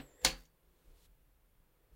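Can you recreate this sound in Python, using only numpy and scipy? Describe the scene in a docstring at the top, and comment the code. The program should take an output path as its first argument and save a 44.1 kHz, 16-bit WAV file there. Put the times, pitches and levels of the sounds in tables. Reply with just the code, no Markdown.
"""Steel watch set down on a wooden table.

A small room, one microphone close above the tabletop. The link bracelet lands with two quick clicks:
the links clack and ring, the wood knocks, the room answers. Just before, a low room echo fades and a
thin whistle wavers; afterwards the links settle and the hands withdraw with a soft swish."""
import sys
import numpy as np
from scipy import signal
from scipy.io import wavfile
from scipy.ndimage import uniform_filter1d

SR = 44100
rng = np.random.default_rng(int(sys.argv[2]) if len(sys.argv) > 2 else 0)


def transcribe(signal):
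    """Save signal, clipped to [-1, 1], as a 16-bit WAV file at the path in sys.argv[1]."""
    frames = np.atleast_2d(signal).T
    limited = np.clip(frames, -1, 1)
    pcm = np.round(limited * 32767).astype(np.int16)
    wavfile.write(sys.argv[1], SR, pcm)


N = 85995
T = np.arange(N) / SR
KNOCK_S, CLINK_S = .2475, .2485  # the first click knocks the wood, the second rings steel and room

# steel meets wood below the microphone, two main clicks amid lighter chatter (time [s], level [dB])
CONTACTS = [(0.2454, -36.5), (.2477, -21), (0.2487, -13), (.2510, -23)]
# short resonances of the links (frequency [Hz], relative level [dB], t60 [s])
CLACK_MODES = [(250, -25.5, .04), (520, -21, .03), (780, -16, .025), (1200, -21, .012), (1745, -20.5, .014),
               (2190, -11, .022), (3200, -10, .011), (4390, -3, .014), (5540, -9.5, .012), (6100, -8, .011),
               (6950, -4.5, .007), (8760, -16.5, .008), (10050, -16.5, .006), (15300, -18.5, .008)]
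# bright crack of steel on the surface (frequency [Hz], relative density [dB])
CRACK_COLOUR = [(1500, -13.5), (3000, -3), (5000, -0.5), (8000, 4.5), (11500, -3), (13500, -11),
                (15500, -11)]


def link_clacks():
    """Each contact with the wood gives a bright crack and briefly rings the links."""
    clicks = strikes(*np.transpose(CONTACTS))
    crack = from_db(-8) * decay(t60=.018) * noise(CRACK_COLOUR)
    return ring(clicks, CLACK_MODES) + signal.fftconvolve(clicks, crack)[:N]


# lasting resonances of case and bracelet (frequency [Hz], level [dB], t60 [s])
STEEL_MODES = [(1479, -45.5, 0.16), (1680, -42, 0.21), (1770, -38, 0.1), (2210, -36.5, 0.12),
               (2714, -36, .18), (2984, -43, .19), (3914, -39, .2), (4003, -38, .19), (4294, -40, 0.2),
               (4400, -40.5, .21), (4580, -42, 0.3), (4914, -39, 0.21), (6098, -43.5, .16)]


def steel_ring():
    """The second click leaves case and bracelet ringing."""
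    return ring(strikes([CLINK_S]), STEEL_MODES)


# resonances of the wood under the watch (frequency [Hz], level [dB], t60 [s])
TABLE_MODES = [(43, -37.5, 0.43), (57, -36.5, 0.16), (143, -47, 0.29), (160, -43.5, 0.36),
               (245, -45.5, 0.37), (275, -47.5, 0.31), (330.8, -44, 0.3), (460.6, -47.5, 0.32),
               (502, -43, .21), (529, -36.5, 0.25), (751.3, -39.5, .2), (812, -49, .3), (862, -48, .2),
               (1031, -46, 0.25)]


def table_knock():
    """The first click carries the weight of the watch into the tabletop."""
    return ring(strikes([KNOCK_S]), TABLE_MODES)


# the small room as heard from above the table (frequency [Hz], relative density [dB])
ROOM_COLOUR = [(100, -12), (200, -4.5), (400, -6.5), (800, -7.5), (1300, -3.5), (2100, -2), (3300, 0.5),
               (4400, 3), (6500, -5), (8000, -8), (11000, -14.5), (13500, -18.5), (15400, -19)]
# its reverberation time (frequency [Hz], t60 [s])
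ROOM_T60 = [(100, 0.42), (300, 0.2), (1000, .245), (2000, 0.25), (4500, 0.15), (8000, .165), (15000, 0.19)]


def room_answer():
    """Dense reflections, partly coloured by the clack, follow the click and last longest in the bass."""
    echoes = rng.standard_normal(N) * from_db(-44) * decay(t60=.18)
    tail = from_db(-27.2) * noise(ROOM_COLOUR, ROOM_T60) + ring(echoes, CLACK_MODES)
    build_up = 1 - np.exp(-T / .00075)
    return np.pad(tail * build_up, (int(CLINK_S * SR), 0))[:N]


# faint scrape at the tabletop before the drop (time [s], level [dB])
SCRAPE_LEVEL = [(0, -74), (.1, -75), (.17, -73.5), (.21, -65.5), (.245, -62.5), (.27, -110)]
# its narrow bands (frequency [Hz], width [Hz], relative level [dB])
SCRAPE_BANDS = [(490, 120, -0.5), (1850, 350, -7), (3500, 300, -14)]


def scrape():
    """The watch scrapes in three bands of noise while it is steadied."""
    bands = 0
    for hz, width, db in SCRAPE_BANDS:
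        b, a = signal.iirpeak(hz, hz / width, fs=SR)
        band = signal.lfilter(b, a, signal.lfilter(b, a, rng.standard_normal(N)))
        bands = bands + from_db(db) * band / band.std()
    return level(SCRAPE_LEVEL) * bands


# link against link, swelling into the drop (time [s], level [dB])
RUB_LEVEL = [(.211, -91.5), (.216, -60), (.232, -66), (.24, -51), (.247, -45), (.252, -84.5)]
# its spectrum (frequency [Hz], relative density [dB])
RUB_COLOUR = [(60, 4.5), (200, 0.5), (500, 2), (900, -7), (2000, -7.5), (4000, -12.5), (7000, -15.5),
              (15000, -18.5)]


def link_rub():
    """The links rub together as the fingers let go."""
    end_s = RUB_LEVEL[-1][0]
    return level(RUB_LEVEL) * noise(RUB_COLOUR) * (T < end_s)


# the bracelet coming to rest on the wood (time [s], level [dB])
SETTLE_LEVEL = [(.25, -86), (.335, -81), (.36, -69.5), (.41, -71), (.46, -77.5), (.52, -100)]
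# its spectrum (frequency [Hz], relative density [dB])
SETTLE_COLOUR = [(400, -2), (800, 5), (1500, -2), (4500, 2.5), (8000, -1.5), (11000, -3.5), (15000, -1)]


def links_settling():
    """The links shift after the drop with a fine, grainy sizzle."""
    return level(SETTLE_LEVEL) * noise(SETTLE_COLOUR) * from_db(3.5 * wobble(samples=90))


# fingertip on steel (frequency [Hz], relative density [dB])
TOUCH_COLOUR = [(1500, -22), (3200, 0), (4600, -11), (6200, 1.5), (7500, -16), (11000, -25)]


def fingertip_touch(start_s=.451, rise_s=.002, t60=.083):
    """A fingertip brushes the resting bracelet once."""
    age = np.maximum(T - start_s, 0)
    envelope = from_db(-69 - 60 * age / t60) * np.minimum(age / rise_s, 1)
    return envelope * noise(TOUCH_COLOUR)


# thin whistle in the room (time [s], pitch [Hz])
WHISTLE_PITCH = [(0, 7999.5), (.03, 7977), (.065, 7744.5), (.1, 7277), (.125, 7188.5), (.17, 7681),
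                 (.195, 7728.5), (.22, 7415.5), (.245, 6999)]
# its loudness at the microphone (time [s], level [dB])
WHISTLE_LEVEL = [(0, -73), (.015, -65.5), (.06, -68.5), (.12, -69.5), (.19, -70.5), (.22, -62),
                 (.245, -66.5)]
# partials at and just below the pitch (frequency ratio, relative level [dB])
WHISTLE_CORE = [(1, -1.5), (0.97, -17.5), (.92, -14)]
# partials above it (frequency ratio, relative level [dB])
WHISTLE_OVERTONES = [(1.29, -19.5), (1.51, -11.5)]


def whistle(end_s=.245, jitter=.004, flutter_db=1, overtone_db_per_khz=17):
    """A faint, high, unsteady tone, smeared by the room, stops as the watch lands."""
    hz = np.interp(T, *np.transpose(WHISTLE_PITCH))
    phase = 2 * np.pi * np.cumsum(hz * (1 + jitter * wobble(samples=40))) / SR

    def partials(rows):
        return sum(from_db(db + flutter_db * wobble(samples=500)) * np.sin(ratio * phase)
                   for ratio, db in rows)

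    offset_khz = (hz - np.mean(WHISTLE_PITCH, axis=0)[1]) / 1000
    overtone_gain = from_db(overtone_db_per_khz * offset_khz)  # overtones fade as the pitch sags
    envelope = level(WHISTLE_LEVEL) * np.clip((end_s - T) / .008, 0, 1)
    tone = envelope * (partials(WHISTLE_CORE) + overtone_gain * partials(WHISTLE_OVERTONES))
    echoes = rng.standard_normal(N) * decay(at_hz(ROOM_T60, hz.mean()))
    reverb = signal.fftconvolve(tone, echoes / np.linalg.norm(echoes))[:N]
    return tone + from_db(-11.5) * reverb


# low echo lingering in the room (frequency [Hz], relative density [dB])
ROOM_RING_COLOUR = [(40, 5), (90, -20), (140, -14), (200, -8), (280, -1), (400, -13), (520, -6.5),
                    (1100, -12.5), (2400, -11.5), (4500, -17.5), (6500, -41.5), (15000, -36)]
# its ringing tones (frequency [Hz], level [dB], t60 [s])
ROOM_RING_MODES = [(141, -54, 0.3), (272, -48.5, .17), (768, -58, .15)]


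def dying_room_ring():
    """A low room echo with three ringing tones fades at the start."""
    echo = from_db(-48.5) * decay(t60=.13) * noise(ROOM_RING_COLOUR)
    return echo + ring(strikes([0]), ROOM_RING_MODES)


# hands leaving the tabletop (time [s], level [dB])
SWISH_LEVEL = [(.6, -93), (.8, -82), (.94, -80), (.975, -75.5), (1.06, -70), (1.085, -101)]
# their spectrum (frequency [Hz], relative density [dB])
SWISH_COLOUR = [(200, -8.5), (1000, -2.5), (2000, -3.5), (3800, 3.5), (5500, -2), (8000, -0.5),
                (15000, -3.5)]


def hand_swish():
    """Skin slides over wood as the hands withdraw."""
    return level(SWISH_LEVEL) * noise(SWISH_COLOUR)


# arms moving near the microphone (time [s], level [dB])
ARMS_LEVEL = [(0, -63.5), (.2, -71.5), (.5, -84), (.72, -79), (.95, -73.5), (1.1, -84), (1.4, -87),
              (1.95, -76.5)]
# their spectrum (frequency [Hz], relative density [dB])
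ARMS_COLOUR = [(80, -7.5), (150, -6.5), (230, -10.5), (320, 1.5), (500, 2), (700, -9.5), (1900, -15),
               (3500, -22), (7000, -32.5)]


def arm_rustle():
    """The arms rustle, soft and low, as they move."""
    return level(ARMS_LEVEL) * noise(ARMS_COLOUR)


# rumble at the microphone, strongest as the watch lands (time [s], level [dB])
RUMBLE_LEVEL = [(.1, -68.5), (.21, -77), (.24, -50.5), (.33, -52), (.36, -62), (.6, -81.5), (.69, -66.5),
                (.8, -80.5), (.89, -59), (1.0, -72), (1.08, -62.5), (1.26, -68.5), (1.42, -75), (1.59, -67),
                (1.7, -78), (1.89, -75.5), (1.93, -58.5)]
# its spectrum (frequency [Hz], relative density [dB])
RUMBLE_COLOUR = [(20, -7), (42, 1), (70, -9.5), (100, -20.5), (150, -20), (400, -54)]


def stand_rumble():
    """Low vibration travels up the microphone stand."""
    return level(RUMBLE_LEVEL) * noise(RUMBLE_COLOUR)


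# noise floor of room and microphone (frequency [Hz], relative density [dB])
FLOOR_COLOUR = [(25, 1), (45, -7), (70, -12), (105, -14.5), (150, -9.5), (200, -18.5), (320, -19.5),
                (520, -25), (900, -23.5), (1660, -28), (3000, -30.5), (5250, -38), (8000, -36.5),
                (12000, -30.5), (15800, -29)]


def room_tone():
    """The quiet room and the microphone's own hiss lie steadily under everything."""
    return from_db(-74) * noise(FLOOR_COLOUR)


def from_db(db):
    """Decibels to gain."""
    return 10 ** (np.asarray(db) / 20)


def decay(t60):
    """Gain that falls 60 dB every t60 seconds."""
    return from_db(-60 * T / t60)


def at_hz(points, hz):
    """Read a table on a log-frequency axis."""
    freqs, values = np.transpose(points)
    return np.interp(np.log(hz), np.log(freqs), values)


def level(rows):
    """Gain over time from rows of (time [s], level [dB])."""
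    return from_db(np.interp(T, *np.transpose(rows)))


def noise(colour, t60=None):
    """Third-octave bands of noise, rms 1; with a t60 table each band dies at its own rate."""
    edges = np.geomspace(18, 17500, num=31)
    white = rng.standard_normal((2, N + 8000))
    steady = out = 0
    for k, (low, high) in enumerate(zip(edges, edges[1:])):
        hz = np.sqrt(low * high)
        bandpass = signal.butter(2, [low, high], "band", fs=SR, output="sos")
        band = from_db(at_hz(colour, hz)) * signal.sosfilt(bandpass, white[k % 2])[-N:]
        steady = steady + band
        out = out + (band if t60 is None else band * decay(at_hz(t60, hz)))
    return out / np.std(steady)


def wobble(samples):
    """Random drift smoothed over a number of samples, spread 1."""
    slow = uniform_filter1d(rng.standard_normal(N), size=samples)
    return slow / slow.std()


def strikes(times, db=0):
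    """One impulse at each given time."""
    out = np.zeros(N)
    np.add.at(out, (np.asarray(times) * SR).astype(int), from_db(db))
    return out


def ring(drive, modes):
    """The drive sets decaying sines ringing, neighbours in opposite directions."""
    out = 0
    for k, (hz, db, t60) in enumerate(modes):
        radius, angle = from_db(-60 / (t60 * SR)), 2 * np.pi * hz / SR
        poles = [1, -2 * radius * np.cos(angle), radius ** 2]
        mode = signal.lfilter([0, np.sin(angle)], poles, drive + 1e-18)
        out = out + (-1) ** k * from_db(db) * mode
    return out


def scene():
    """Everything at one microphone above the table."""
    landing = link_clacks() + steel_ring() + table_knock() + room_answer()
    bracelet = scrape() + link_rub() + links_settling() + fingertip_touch()
    faint_sounds = whistle() + dying_room_ring() + hand_swish() + arm_rustle()
    return (landing + bracelet + faint_sounds + stand_rumble() + room_tone())[None]


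def record(dry):
    """The recorder cuts the treble steeply above 15.9 kHz."""
    return signal.sosfilt(signal.ellip(10, .1, 80, 15900, fs=SR, output="sos"), dry)


dry = scene()
out = record(dry)
transcribe(out)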